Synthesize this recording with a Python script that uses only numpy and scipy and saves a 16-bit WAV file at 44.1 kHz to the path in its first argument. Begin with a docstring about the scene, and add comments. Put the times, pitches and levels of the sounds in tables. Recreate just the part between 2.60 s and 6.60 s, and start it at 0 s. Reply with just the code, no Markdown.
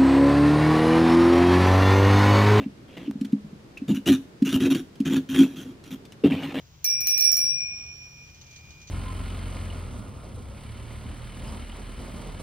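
"""Scraping out a hollow pumpkin

A metal spoon scrapes in separate strokes in a living room, the first and last heard from farther off.
Stick-slip friction tears wet fibres, whose impulses excite the spoon's damped modes, while the drag
drives the air cavity into a resonant boom. The spoon also bumps the wall and clinks, and the pulp ticks.
These have a short reverberation; one dry click sounds without it, over a faint rumble and hiss."""
import sys
import numpy as np
from scipy import signal
from scipy.fft import rfft, irfft, next_fast_len
from scipy.io import wavfile
from scipy.ndimage import uniform_filter1d, map_coordinates

SR = 44100
rng = np.random.default_rng(int(sys.argv[2]) if len(sys.argv) > 2 else 0)


def wav_record(signal):
    """Record a signal, one row per channel, as 16-bit PCM in the file named by sys.argv[1]."""
    frames = np.transpose(np.atleast_2d(signal))
    bounded = np.clip(frames, -1, 1)
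    # unit amplitude maps onto the largest positive 16-bit level
    quanta = np.round(bounded * 32767).astype(np.int16)
    wavfile.write(sys.argv[1], SR, quanta)


N = 176400


def tearing(tears_per_s=1700, spread_db=4.8, smear_db=-6, slips_per_s=320, slip_db=2, pocket_db=3.5):
    """Stick-slip friction: fibres tear in random clumps over a wet smear, giving two force signals."""
    tears = (rng.random(N) < tears_per_s / SR) * amp(spread_db * rng.standard_normal(N))
    force = unit(tears * rng.choice([-1, 1], (2, N))) + amp(smear_db) * rng.standard_normal((2, N))
    spectra = signal.stft(force * amp(slip_db * wobble(slips_per_s)), nperseg=512)[2]
    # Pockets of pulp colour the tearing for a moment each.
    pockets = uniform_filter1d(rng.standard_normal(spectra.shape[1:]), size=3, axis=0)
    pockets = uniform_filter1d(pockets, size=6, axis=1)
    force = signal.istft(spectra * amp(pocket_db * unit(pockets)), nperseg=512)[1][:, :N]
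    return even(force, size=400)


def grip(t, length, rise_s, fall_db_per_s):
    """Friction envelope: the rim digs in, drags for a while and slips free."""
    rise = (1 - np.exp(-np.maximum(t, 0) / rise_s)) ** 2
    return rise * amp(-np.minimum(fall_db_per_s * np.maximum(t - length, 0), 200))


def drive(catches, rise_s, fall_db_per_s):
    """Incoherent addition: the envelopes of catches (t/s, duration/s, level/dB) sum in power."""
    t = np.arange(N) / SR
    power = sum((amp(db) * grip(t - s, length, rise_s, fall_db_per_s)) ** 2 for s, length, db in catches)
    return np.sqrt(power)


# Catches of the rim, a run to each stroke: t/s, duration/s, relative rasp level/dB, relative boom level/dB
CATCHES = [(1.278, 0.042, -38.5, -19), (1.342, 0.028, -37.5, -38), (1.457, 0.013, -29.5, -19.5),
           (1.469, 0.029, -24, -13.5), (1.497, 0.032, -58, -19.5), (1.517, 0.011, -29.5, -25.5),
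           (1.53, 0.024, -36.5, -26.5), (1.848, 0.033, -31.5, -25), (1.886, 0.027, -34, -30),
           (1.921, 0.04, -29, -19.5), (1.999, 0.046, -31.5, -20), (2.049, 0.021, -31.5, -15.5),
           (2.1, 0.026, -28.5, -17.5), (2.144, 0.017, -36.5, -19), (2.162, 0.04, -41.5, -32),
           (2.45, 0.031, -32, -22.5), (2.496, 0.043, -38, -21.5), (2.523, 0.018, -34, -20.5),
           (2.557, 0.013, -30.5, -17.5), (2.687, 0.077, -36.5, -28.5), (2.742, 0.046, -32, -21),
           (2.782, 0.031, -29, -11.5), (2.82, 0.021, -33, -22.5), (2.852, 0.092, -51, -39),
           (2.957, 0.073, -42.5, -35.5), (3.045, 0.075, -55, -38), (3.252, 0.031, -49, -46),
           (3.304, 0.036, -41.5, -33)]
# The spoon's higher modes, damped by the pulp: f/Hz, bandwidth/Hz, gain/dB
SPOON_MODES = [(1390, 1670, 3.5), (2770, 1470, 9.5), (3565, 320, 4), (5770, 750, 1), (6640, 1000, -1.5),
               (10470, 1470, -8), (13430, 290, 3.5), (14300, 390, -15.5)]
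# The bowl's resonance, moving with the way the spoon lies on the wall: t/s, f/Hz
BOWL_PITCH = [(1.47, 2930), (1.52, 3510), (1.85, 2880), (2.1, 3202)]
# Spectrum of the crackle radiated straight from the flesh: f/Hz, level/dB
FIBRE_SPECTRUM = [(200, -32), (650, -1.5), (900, -19), (1500, 3), (3900, -5.5), (5000, 0), (9200, -6.5),
                  (15000, -11)]
# Stereo width of the tearing: f/Hz, side-to-mid ratio/dB
RASP_WIDTH = [(2000, -59), (4400, -26), (8000, -1.5), (15000, -6)]
RASP_RISE_S, RASP_FALL_DB_PER_S = 0.002, 693

def near_rasp(gain_db=-4, fibre_db=-3, bowl_width_hz=350, bowl_db=13.5):
    """Forced vibration: tearing drives the spoon's modes, which shift a little from catch to catch."""
    force = np.pad(tearing(), ((0, 0), (0, SR)))
    out = np.zeros((2, N + SR))
    t = np.arange(SR // 7) / SR
    for s, length, db, _ in CATCHES:
        here = slice(round(s * SR), round(s * SR) + len(t))
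        bowl_hz = np.interp(s, *np.transpose(BOWL_PITCH)) * (1 + 0.029 * rng.uniform(-1.2, 1))
        modes = [(hz * (1 + 0.013 * rng.normal()), width, mode_db + 1.5 * rng.normal())
                 for hz, width, mode_db in SPOON_MODES]
        envelope = grip(t, length, RASP_RISE_S, RASP_FALL_DB_PER_S)
        push = force[:, here] * envelope
        metal = unit(ring(push, modes + [(bowl_hz, bowl_width_hz, bowl_db)]))
        crackle = amp(fibre_db) * coloured(push, FIBRE_SPECTRUM)
        out[:, here] += amp(db + gain_db) * np.sqrt(np.mean(envelope ** 2)) * unit(metal + crackle)
    return widen(out[:, :N], RASP_WIDTH)


# Catches heard across the room: t/s, duration/s, relative rasp level/dB, relative boom level/dB
FAR_CATCHES = [(0, 0.039, -50, -44.5), (0.278, 0.12, -58.5, -53), (0.367, 0.01, -42, -31.5),
               (.394, 0.08, -53.5, -42), (3.636, 0.037, -37.5, -17), (3.698, 0.049, -39.5, -24),
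               (3.741, 0.186, -44.5, -34), (3.821, 0.035, -40, -33), (3.94, 0.13, -38.5, -29)]
# Spectrum of the distant rasp: f/Hz, level/dB
FAR_SPECTRUM = [(200, -32), (480, 10), (750, 3), (1300, -4), (3100, 2), (5000, -17.5), (9000, -25.5),
                (15000, -27)]

def far_rasp(gain_db=3):
    """High-frequency attenuation: from outside the pumpkin the tearing is duller."""
    catches = [(s, length, db) for s, length, db, _ in FAR_CATCHES]
    envelope = amp(gain_db) * drive(catches, RASP_RISE_S, RASP_FALL_DB_PER_S)
    return widen(envelope * coloured(tearing(), FAR_SPECTRUM), RASP_WIDTH)


# Modes of the hollow pumpkin: f/Hz, bandwidth/Hz, gain/dB
PUMPKIN_MODES = [(102.8, 38, -9.5), (161.7, 54, -2.5), (207.6, 17, -1), (269.5, 33.7, 3), (333.4, 35, -6),
                 (398, 13.3, -21.5)]
# Swells where the rim's chatter locks to the cavity's note: t/s, duration/s, level/dB
GROANS = [(1.496, 0.045, -14.5), (1.93, 0.038, -24), (2.535, 0.017, -18.5), (2.798, 0.016, -13.5)]
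# Transmission through the soft wall: f/Hz, gain/dB
WALL_TRANSMISSION = [(35, -4), (80, -3), (330, 0.5), (600, 2)]

def cavity_boom(near_db=-2, far_db=-1, groan_hz=266.8, groan_db=-2.5, rise_s=0.0058, fall_db_per_s=353):
    """Cavity resonance: the juddering drag shakes the wall and sets the air groaning at its own pitch."""
    drags = [(s, length, db + near_db) for s, length, _, db in CATCHES]
    drags += [(s, length, db + far_db) for s, length, _, db in FAR_CATCHES]
    drag = drive(drags, rise_s, fall_db_per_s)
    swell = drive(GROANS, rise_s, fall_db_per_s)
    judder = even(ring(tearing()[0], PUMPKIN_MODES), size=600)
    groan = unit(np.sin(2 * np.pi * groan_hz * np.arange(N) / SR + 0.79 * wobble(25)))
    inside = drag * judder + np.hypot(amp(groan_db) * drag, swell) * groan
    return filtered(inside, lambda hz: amp(along(WALL_TRANSMISSION, hz)))


# Blows of the spoon on the wall: t/s, relative level/dB, f/Hz
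BUMPS = [(0.0, -24, 254), (0.06, -20.5, 237), (0.375, -33, 298), (0.478, -20.5, 279), (0.494, -20.5, 241),
         (0.554, -23.5, 229), (0.613, -16.5, 241), (0.647, -25, 243), (0.73, -10, 234.5), (0.844, -31, 196),
         (.928, -32.5, 204), (1.218, -23, 253), (1.309, -12.5, 218), (1.372, -22, 242), (1.821, -8, 247),
         (2.403, -13, 247.7), (3.637, -13, 421.5), (3.642, -5.5, 267), (3.656, -10, 269), (3.713, -17, 245)]

def wall_bumps(gain_db=1, peak_s=0.0053, rise_s=0.0036, fall_s=0.0073, ring_db=-8):
    """Soft impact: each blow gives a rounded thud and a weaker rebound, and leaves the cavity ringing."""
    thuds = np.zeros(N)
    for s, db, hz in BUMPS:
        for delay_s, loss_db in [(0, 0), (0.01365, -10.5)]:  # blow, rebound
            t = np.arange(N) / SR - s - delay_s
            width_s = np.where(t < peak_s, rise_s, fall_s)
            envelope = np.exp(-np.minimum(((t - peak_s) / width_s) ** 2, 20))
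            thuds += amp(db + loss_db + gain_db) * envelope * np.sin(2 * np.pi * hz * t)
    return thuds + amp(ring_db) * np.std(thuds) * unit(ring(thuds, PUMPKIN_MODES))


# Pulp snapping under the rim: t/s, relative level/dB
SNAPS = [(0.611, -44), (.647, -41.5), (1.173, -43.5), (0.722, -46), (1.892, -41), (2.148, -29.5),
         (2.401, -40), (1.821, -41), (3.239, -45), (2.355, -52), (3.451, -46.5), (3.521, -45)]
# Spectrum of a snap: f/Hz, level/dB
SNAP_SPECTRUM = [(500, -13), (2800, 8), (4400, 0), (5800, -1.5), (13500, -12)]

def pulp_snaps(gain_db=1):
    """Fracture: parting pulp gives short, wet bursts of tearing noise."""
    envelope = sum(amp(db + gain_db) * strike(s, attack_s=0.00058, t60_s=0.054)[1] for s, db in SNAPS)
    return widen(envelope * coloured(tearing(), SNAP_SPECTRUM), RASP_WIDTH)


# Clinks of the rim: t/s, level/dB
CLINKS = [(1.172, -31), (3.719, -24.5)]

def spoon_clinks(hz=2566):
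    """Damped free vibration: the spoon's bowl rings briefly against the pulp."""
    out = np.zeros(N)
    for s, db in CLINKS:
        t, envelope = strike(s, attack_s=0.00044, t60_s=0.059)
        out += amp(db) * envelope * np.sin(2 * np.pi * hz * t + 1.4 * wobble(600))
    return out


def dry_click(start_s=0.5122, db=-26, t60_s=0.0033):
    """Broadband transient: one step with exponential decay, alike in both ears."""
    t = np.arange(N) / SR - start_s
    return (t >= 0) * amp(db - 60 * np.clip(t / t60_s, 0, 10))


# Reverberation time of the living room: f/Hz, T60/s
ROOM_T60 = [(1500, 0.26), (10000, 0.38)]

def reverberation(x):
    """Diffuse field: x is convolved with noise that decays exponentially in each band."""
    hz, t, spectra = signal.stft(rng.standard_normal((2, SR // 2)), SR, nperseg=256)
    tail = signal.istft(spectra * amp(-60 * t / along(ROOM_T60, hz)[:, None]), SR, nperseg=256)[1]
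    return signal.fftconvolve(np.atleast_2d(x), tail / np.linalg.norm(tail[0]), axes=1)[:, :N]


# Spectrum of the room's background: f/Hz, level/dB
AMBIENT_SPECTRUM = [(20, -0.5), (140, 2), (380, -2.5), (750, -16.5), (5000, -28), (15500, -44.5)]
# Stereo width of the background: f/Hz, side-to-mid ratio/dB
AMBIENT_WIDTH = [(250, -11), (900, 1), (8000, -0.5)]

def ambient_noise(mid_db=-48.5):
    """Stationary noise: the room's quiet rumble and hiss."""
    return amp(mid_db) * widen(coloured(rng.standard_normal((2, N)), AMBIENT_SPECTRUM), AMBIENT_WIDTH)


def amp(db):
    """Decibels to amplitude ratio."""
    return 10 ** (np.asarray(db) / 20)


def unit(x):
    """Normalisation to rms 1."""
    return x / np.sqrt(np.mean(x ** 2) + 1e-20)


def even(x, size):
    """Running normalisation to rms 1 over stretches of size samples."""
    power = uniform_filter1d(uniform_filter1d(x ** 2, size), size)
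    return x / np.sqrt(np.abs(power) + 1e-12)


def along(points, hz):
    """Interpolation of (f/Hz, value) points on a log frequency axis."""
    f, values = np.transpose(points)
    return np.interp(np.log(hz + 1), np.log(f + 1), values)


def wobble(rate):
    """Smooth random modulation with rate knots a second."""
    return map_coordinates(rng.standard_normal(int(N * rate / SR) + 4), [np.arange(N) * rate / SR])


def strike(s, attack_s, t60_s):
    """Time since s, and an envelope with a soft onset and exponential decay."""
    t = np.maximum(np.arange(N) / SR - s, 0)
    return t, (1 - np.exp(-t / attack_s)) ** 2 * amp(-60 * np.minimum(t / t60_s, 10))


def filtered(x, response):
    """Linear filtering: the spectrum of x times a frequency response."""
    n = x.shape[-1]
    padded = next_fast_len(n + 8192)
    return irfft(rfft(x, padded) * response(np.fft.rfftfreq(padded, 1 / SR)), padded)[..., :n]


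def coloured(x, points):
    """Spectral shaping by (f/Hz, level/dB) points, at rms 1."""
    return unit(filtered(x, lambda hz: amp(along(points, hz))))


def ring(x, modes):
    """Modal superposition: x through parallel resonances, each squared for steep sides."""
    def response(f):
        return sum(amp(db) * (1j * f * width / (hz * hz - f * f + 1j * f * width)) ** 2
                   for hz, width, db in modes)
    return filtered(x, response)


def widen(pair, side_db):
    """Mid-side stereo from two uncorrelated signals."""
    side = filtered(pair[1], lambda hz: amp(along(side_db, hz)))
    return np.array([pair[0] + side, pair[0] - side])


def scene():
    """Superposition of direct sound, reverberation and background."""
    near = near_rasp() + pulp_snaps() + spoon_clinks()
    far = far_rasp()
    body = cavity_boom() + wall_bumps()
    reverberant = reverberation(amp(-13.5) * near + amp(-10) * far + amp(-49) * body)
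    return near + far + body + reverberant + dry_click() + ambient_noise()


def record(dry):
    """Band limiting: the deep bass is thinned and the highest treble cut off."""
    low_cut_hz, top_hz = 36.4, 15600
    return filtered(dry, lambda hz: (hz < top_hz) * hz ** 2 / (hz ** 2 + low_cut_hz ** 2))


dry = scene()
out = record(dry)
wav_record(out)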